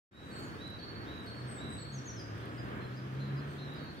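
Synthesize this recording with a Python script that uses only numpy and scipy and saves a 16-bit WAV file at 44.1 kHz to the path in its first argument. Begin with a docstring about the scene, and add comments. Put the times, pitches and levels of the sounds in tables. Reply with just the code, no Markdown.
"""Tits repeat a two-note whistle in a wet garden after rain. Another bird answers with soft pips,
a smaller one sings two thin notes and three falling slurs, a far one whistles faintly. Each note is
a tone on a pitch path, echoed by trunks, walls and trees. Behind them: far traffic and foliage
(shaped noise), one engine pulling through a gear change, drips on leaves and one soft bump."""
import sys
import numpy as np
from scipy import signal
from scipy.fft import rfft, irfft, next_fast_len
from scipy.io import wavfile
from scipy.ndimage import uniform_filter1d, map_coordinates

SR = 44100
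rng = np.random.default_rng(int(sys.argv[2]) if len(sys.argv) > 2 else 0)


def generate_wav(signal):
    """Clip the signal to [-1, 1] and save it as 16-bit WAV at the path in sys.argv[1]."""
    frames = np.transpose(np.atleast_2d(signal))
    scaled = np.clip(frames, -1, 1) * 32767
    pcm = np.round(scaled).astype(np.int16)
    wavfile.write(sys.argv[1], SR, pcm)


N = 176400

# Noise spectra. Each row: frequency in Hz, level in dB.
TRAFFIC_SPECTRUM = [(25, -38), (45, -19.5), (70, -4), (105, -0.5), (160, -4), (320, -4.5), (480, -10.5),
                    (850, -16.5), (1200, -14), (1650, -13.5), (2000, -20), (3300, -28.5), (5000, -51.5)]
FOLIAGE_SPECTRUM = [(1500, -24.5), (3200, 3), (4500, -2.5), (6500, -10.5), (9000, -20), (10300, -16),
                    (15500, -25)]
RUSTLE_SPECTRUM = [(3000, -16), (5000, -6), (8200, 4.5), (10000, -8), (15000, -9)]
# Traffic balance. Each row: frequency in Hz, left minus right in dB.
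TRAFFIC_PAN = [(60, -8), (200, 2), (2400, -2)]
# Noise width. Each row: frequency in Hz, left-right correlation.
COHERENCE = [(30, 0.42), (70, 0.45), (130, 0.82), (300, 0.95), (1200, 0.43), (5000, 0.028)]
# Rustle swells. Each row: centre in seconds, half width in seconds, level in dB.
RUSTLES = [(.38, 0.17, -66), (3.54, 0.038, -67.5)]
# Near drips. Each row: start in seconds, pitch in Hz, level in dB.
DRIPS = [(.394, 12000, -61), (.677, 8400, -59), (.703, 12000, -58.5), (1.262, 11500, -61),
         (2.456, 11000, -62), (3.739, 13000, -61), (3.84, 13020, -61)]
# Engine run. Each row: time in seconds, firing rate in Hz, level in dB.
ENGINE_RUN = [(1.1, 108.8, -65), (1.33, 117.2, -52), (1.46, 126.5, -42), (1.55, 128.2, -53.5),
              (1.68, 140.9, -46.5), (1.83, 142, -56.5), (1.97, 135.5, -41), (2.07, 127.3, -50.5),
              (2.2, 112, -50), (2.32, 105, -43), (2.41, 116.9, -50.5), (2.98, 128.6, -44.5),
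              (3.26, 135.7, -36.5), (3.38, 139.2, -39), (3.5, 141.5, -46.5), (4, 148, -52)]
# Exhaust partials. Each row: multiple of the firing rate, level in dB.
ENGINE_ORDERS = [(.5, -24), (1, 0), (1.5, -11)]
# Tree scatter. Each row: frequency in Hz, 60 dB decay time in seconds.
GARDEN_T60 = [(4000, 1.13), (5200, 0.85), (8500, 0.86)]
# Far bird. Each row: start in seconds, level in dB.
FAR_NOTES = [(1.209, -78), (1.342, -80), (2.338, -83), (2.479, -80)]
# Small bird. Each row: start and length in seconds, top and end in Hz, fall exponent, level in dB.
THIN_NOTES = [(1.468, 0.15, 8330, 7420, 1.8, -59), (1.682, .16, 8085, 7460, 4.4, -59)]
SLURS = [(1.918, 0.083, 6750, 5440, 0.98, -57.5), (2.047, 0.069, 6850, 5300, 1, -50.5),
         (2.146, 0.082, 6270, 4670, 0.34, -53)]
# Answering bird. Each row: start in seconds, pitch in Hz, level in dB.
PIPS = [(2.415, 4070, -70.5), (2.572, 4970, -61), (2.803, 4124, -65.5), (2.96, 4945, -64),
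        (3.195, 4110, -61.5), (3.362, 4914, -65), (3.384, 4197, -67), (3.582, 4130, -61),
        (3.745, 4937, -67.5), (3.86, 4156, -65)]
# Pip duration. Each row: pitch in Hz, length in seconds.
PIP_LENGTHS = [(4150, 0.074), (4970, 0.052)]
# Tit's arched notes. Each row: start in seconds, top pitch in Hz, level in dB.
LOW_NOTES = [(0.109, 3930, -58), (0.573, 3965, -52), (1.05, 3935, -53.5), (1.564, 3940, -51.5),
             (3.16, 3945, -68), (3.565, 3950, -57), (3.66, 3867, -59.5)]
# Tit's held notes. Each row: start in seconds, settled pitch in Hz, level in dB.
HIGH_NOTES = [(.306, 4424, -58.5), (0.785, 4440, -56), (1.263, 4390, -57), (1.778, 4383, -56),
              (3.777, 4410, -61)]

SIDES = np.array([[.5], [-.5]])  # left and right share of a pan in dB


def amp(db):
    return 10 ** (np.asarray(db) / 20)


def unit_rms(x):
    return x / np.sqrt(np.mean(x ** 2) + 1e-20)


def clock(length_s):
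    return np.arange(int(length_s * SR)) / SR


def at_hz(points, hz):
    """Interpolate (Hz, value) rows on a log axis."""
    knots_hz, values = np.transpose(points)
    return np.interp(np.log(hz + 1), np.log(knots_hz + 1), values)


def wobble(knots_per_s, size=N):
    """Smooth random curve."""
    return map_coordinates(rng.standard_normal(4096), [np.arange(size) * knots_per_s / SR], mode="wrap")


def filtered(x, response):
    """Apply response(hz) by FFT."""
    size = next_fast_len(N + SR // 2)
    return irfft(rfft(x, size) * response(np.fft.rfftfreq(size, 1 / SR)), size)[..., :N]


def add(track, start_s, sound):
    part = track[..., max(0, round(start_s * SR)):][..., :sound.shape[-1]]
    part += sound[..., :part.shape[-1]]


def rush(spectrum, patchy_db, lead_s=.00039):
    """Stereo noise, rms 1, with patches of random gain; arrives from the left."""
    def mid_side_gains(hz):
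        angle = np.arccos(np.clip(at_hz(COHERENCE, hz), -1, 1)) / 2
        return amp(at_hz(spectrum, hz)) * [np.cos(angle), np.sin(angle)]

    bins = signal.stft(rng.standard_normal((2, N)), nperseg=512)[2]
    patches = uniform_filter1d(rng.standard_normal(bins.shape[1:]), size=6, axis=0)
    patches = unit_rms(uniform_filter1d(patches, size=14, axis=1))
    noise = signal.istft(bins * amp(patchy_db * patches), nperseg=512)[1][:, :N]
    mid, side = filtered(noise, mid_side_gains)
    stereo = np.array([mid + side, mid - side])
    return unit_rms(filtered(stereo, lambda hz: np.exp(1j * np.pi * lead_s * np.outer([1, -1], hz))))


def traffic(level_db=-45):
    """Far, unsteady rumble, its deepest part to the right."""
    rumble = rush(TRAFFIC_SPECTRUM, patchy_db=0)
    panned = filtered(rumble, lambda hz: amp(SIDES * at_hz(TRAFFIC_PAN, hz)))
    return amp(level_db + 1.6 * wobble(5.8)) * panned


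def foliage(hiss_db=-63.5):
    """Hiss of wet leaves with brief soft rustles."""
    t = np.arange(N) / SR
    swell = sum(amp(db) * np.exp(-.5 * ((t - centre_s) / width_s) ** 2)
                for centre_s, width_s, db in RUSTLES)
    hiss = amp(hiss_db) * rush(FOLIAGE_SPECTRUM, patchy_db=2.5)
    return hiss + swell * rush(RUSTLE_SPECTRUM, patchy_db=5)


def bump(start_s=.425, hz=193, level_db=-36, t60_s=.028):
    """One soft, low bump close by: a damped sine."""
    out, t = np.zeros(N), clock(t60_s)
    add(out, start_s, amp(level_db - 60 * t / t60_s) * np.sin(2 * np.pi * hz * t))
    return out


def drips(t60_s=.017, pan_db=-7, patter_per_s=10, patter_db=-72):
    """Drops tick on leaves to the right: a few near ones over a faint random patter."""
    out, t = np.zeros((2, N)), clock(t60_s)
    patter = [(when * N / SR, 10000 + 4000 * pitch, patter_db + 6 * force)
              for when, force, pitch in rng.random((int(patter_per_s * N / SR), 3))]
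    for start_s, hz, db in DRIPS + patter:
        leaf = signal.butter(2, [hz / 1.2, hz * 1.2], "band", fs=SR, output="sos")
        noise = unit_rms(signal.sosfilt(leaf, rng.standard_normal((2, len(t)))))
        add(out, start_s, amp(db + pan_db * SIDES - 60 * t / t60_s) * noise)
    return out


def engine():
    """Distant exhaust drone: climbs, drops at the gear change, climbs again."""
    times_s, *columns = np.transpose(ENGINE_RUN)
    firing_hz, level_db = [np.interp(np.arange(N) / SR, times_s, column) for column in columns]
    phase = 2 * np.pi * np.cumsum(firing_hz + wobble(10)) / SR
    drone = sum(amp(db + 1.8 * wobble(17)) * np.sin(order * phase + .25 * wobble(21))
                for order, db in ENGINE_ORDERS)
    return np.sqrt(2) * amp(level_db) * drone


def garden(x, pan_db, wet_db, echo_s, echo_db, wet_pan_db, direct_db=-1.5, wall_t60_s=.0071):
    """Direct sound, quick copies off trunks, a smeared wall echo and the long scatter of the trees."""
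    hz, t, bins = signal.stft(rng.standard_normal((2, SR)), SR, nperseg=256)
    decay = amp(-60 * t / at_hz(GARDEN_T60, hz)[:, None])
    scatter = signal.istft(bins * decay, SR, nperseg=256)[1]
    impulse = amp(wet_db) * scatter / np.linalg.norm(scatter[0])
    wall = rng.standard_normal((2, 1024)) * amp(-60 * np.arange(1024) / SR / wall_t60_s)
    add(impulse, echo_s, amp(echo_db) * wall / np.linalg.norm(wall[0]))
    for channel in impulse:
        for trunk_s in rng.uniform(.004, .045, size=6):
            add(channel, trunk_s, amp([wet_db - 12]))
    wet = signal.fftconvolve(x[None], impulse, axes=1)[:, :N]
    return amp(pan_db * SIDES + direct_db) * x + amp(wet_pan_db * SIDES) * wet


def whistle(hz, attack_s, release_s, waver_hz, flutter_db):
    """Pure tone on a pitch path, slightly unsteady."""
    t = np.arange(len(hz)) / SR
    rise = np.sin(np.pi / 2 * np.clip(t / attack_s, 0, 1))
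    fall = np.sin(np.pi / 2 * np.clip((t[-1] - t) / release_s, 0, 1))
    phase = 2 * np.pi * np.cumsum(hz + waver_hz * wobble(215, len(t))) / SR
    return np.sqrt(2) * rise * fall * amp(flutter_db * wobble(54, len(t))) * np.sin(phase)


def far_bird(centre_hz=8190, fall_hz_per_s=1200, length_s=.098):
    """Thin whistles that arrive mostly as echo."""
    out, t = np.zeros(N), clock(length_s)
    hz = centre_hz - fall_hz_per_s * (t - t.mean())
    for start_s, db in FAR_NOTES:
        add(out, start_s, amp(db) * whistle(hz, .018, .017, waver_hz=102, flutter_db=1.6))
    return garden(out, pan_db=7, wet_db=2.5, echo_s=.05, echo_db=-4, wet_pan_db=8)


def small_bird(flick_s=.0169, flick_hz=885):
    """Two thin notes droop; three slurs flick up and fall, gaining a faint octave as they get low."""
    thin, slurs = np.zeros(N), np.zeros(N)
    for start_s, length_s, top_hz, end_hz, bend, db in THIN_NOTES:
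        hz = top_hz + (end_hz - top_hz) * (clock(length_s) / length_s) ** bend
        add(thin, start_s, amp(db) * whistle(hz, .025, .04, waver_hz=32, flutter_db=2.5))
    for start_s, length_s, top_hz, end_hz, bend, db in SLURS:
        t = clock(length_s)
        fall = np.clip((t - flick_s) / (length_s - flick_s), 0, 1) ** bend
        hz = top_hz + (end_hz - top_hz) * fall - flick_hz * np.clip(1 - t / flick_s, 0, 1)
        tone = whistle(hz, .03, .015, waver_hz=70, flutter_db=3)
        octave = whistle(2 * hz, .045, .012, waver_hz=150, flutter_db=2.2)
        octave_db = -28 - 9 * (hz - 5000) / 1000
        add(slurs, start_s, amp(db) * (tone + amp(octave_db) * octave))
    return (garden(thin, pan_db=11, wet_db=-5, echo_s=.036, echo_db=-10, wet_pan_db=8)
            + garden(slurs, pan_db=1.5, wet_db=-4.5, echo_s=.031, echo_db=-13, wet_pan_db=1))


def answering_bird(fall_hz_per_s=500):
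    """Nearly level pips, low and high in turn; the high ones are shorter."""
    out = np.zeros(N)
    for start_s, centre_hz, db in PIPS:
        t = clock(at_hz(PIP_LENGTHS, centre_hz))
        hz = centre_hz - fall_hz_per_s * (t - t.mean())
        add(out, start_s, amp(db) * whistle(hz, .0097, .03, waver_hz=16, flutter_db=.33))
    return garden(out, pan_db=7, wet_db=-3, echo_s=.03, echo_db=-12, wet_pan_db=0)


def two_note_bird(note_s=.15, arch_top_s=.085):
    """A low note swells over a pitch arch; a higher one starts sharply, holds and rings in the trees."""
    low, high, t = np.zeros(N), np.zeros(N), clock(note_s)
    arch_hz = -480 * np.abs(t / arch_top_s - 1) ** 2.3
    chip_hz = 1100 * np.exp(-t / .003) - 260 * np.exp(-t / .009)  # flicks down, undershoots, settles
    for start_s, hz, db in LOW_NOTES:
        add(low, start_s, amp(db) * whistle(hz + arch_hz, .07, .085, waver_hz=30, flutter_db=2.4))
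    for start_s, hz, db in HIGH_NOTES:
        add(high, start_s, amp(db) * whistle(hz + chip_hz, .009, .13, waver_hz=27, flutter_db=2))
    return (garden(low, pan_db=-2, wet_db=-.5, echo_s=.085, echo_db=-7, wet_pan_db=-2)
            + garden(high, pan_db=1, wet_db=1, echo_s=.15, echo_db=-9, wet_pan_db=-2))


def scene():
    birds = two_note_bird() + answering_bird() + small_bird() + far_bird()
    return birds + engine() + drips() + bump() + traffic() + foliage()


def record(dry):
    """Fade-in, then a hard band limit."""
    start_s, fade_s, top_hz = .11, .27, 15700
    fade = np.clip((np.arange(N) / SR - start_s) / fade_s, 0, 1) ** .62
    return filtered(dry * fade, lambda hz: hz < top_hz)


dry = scene()
out = record(dry)
generate_wav(out)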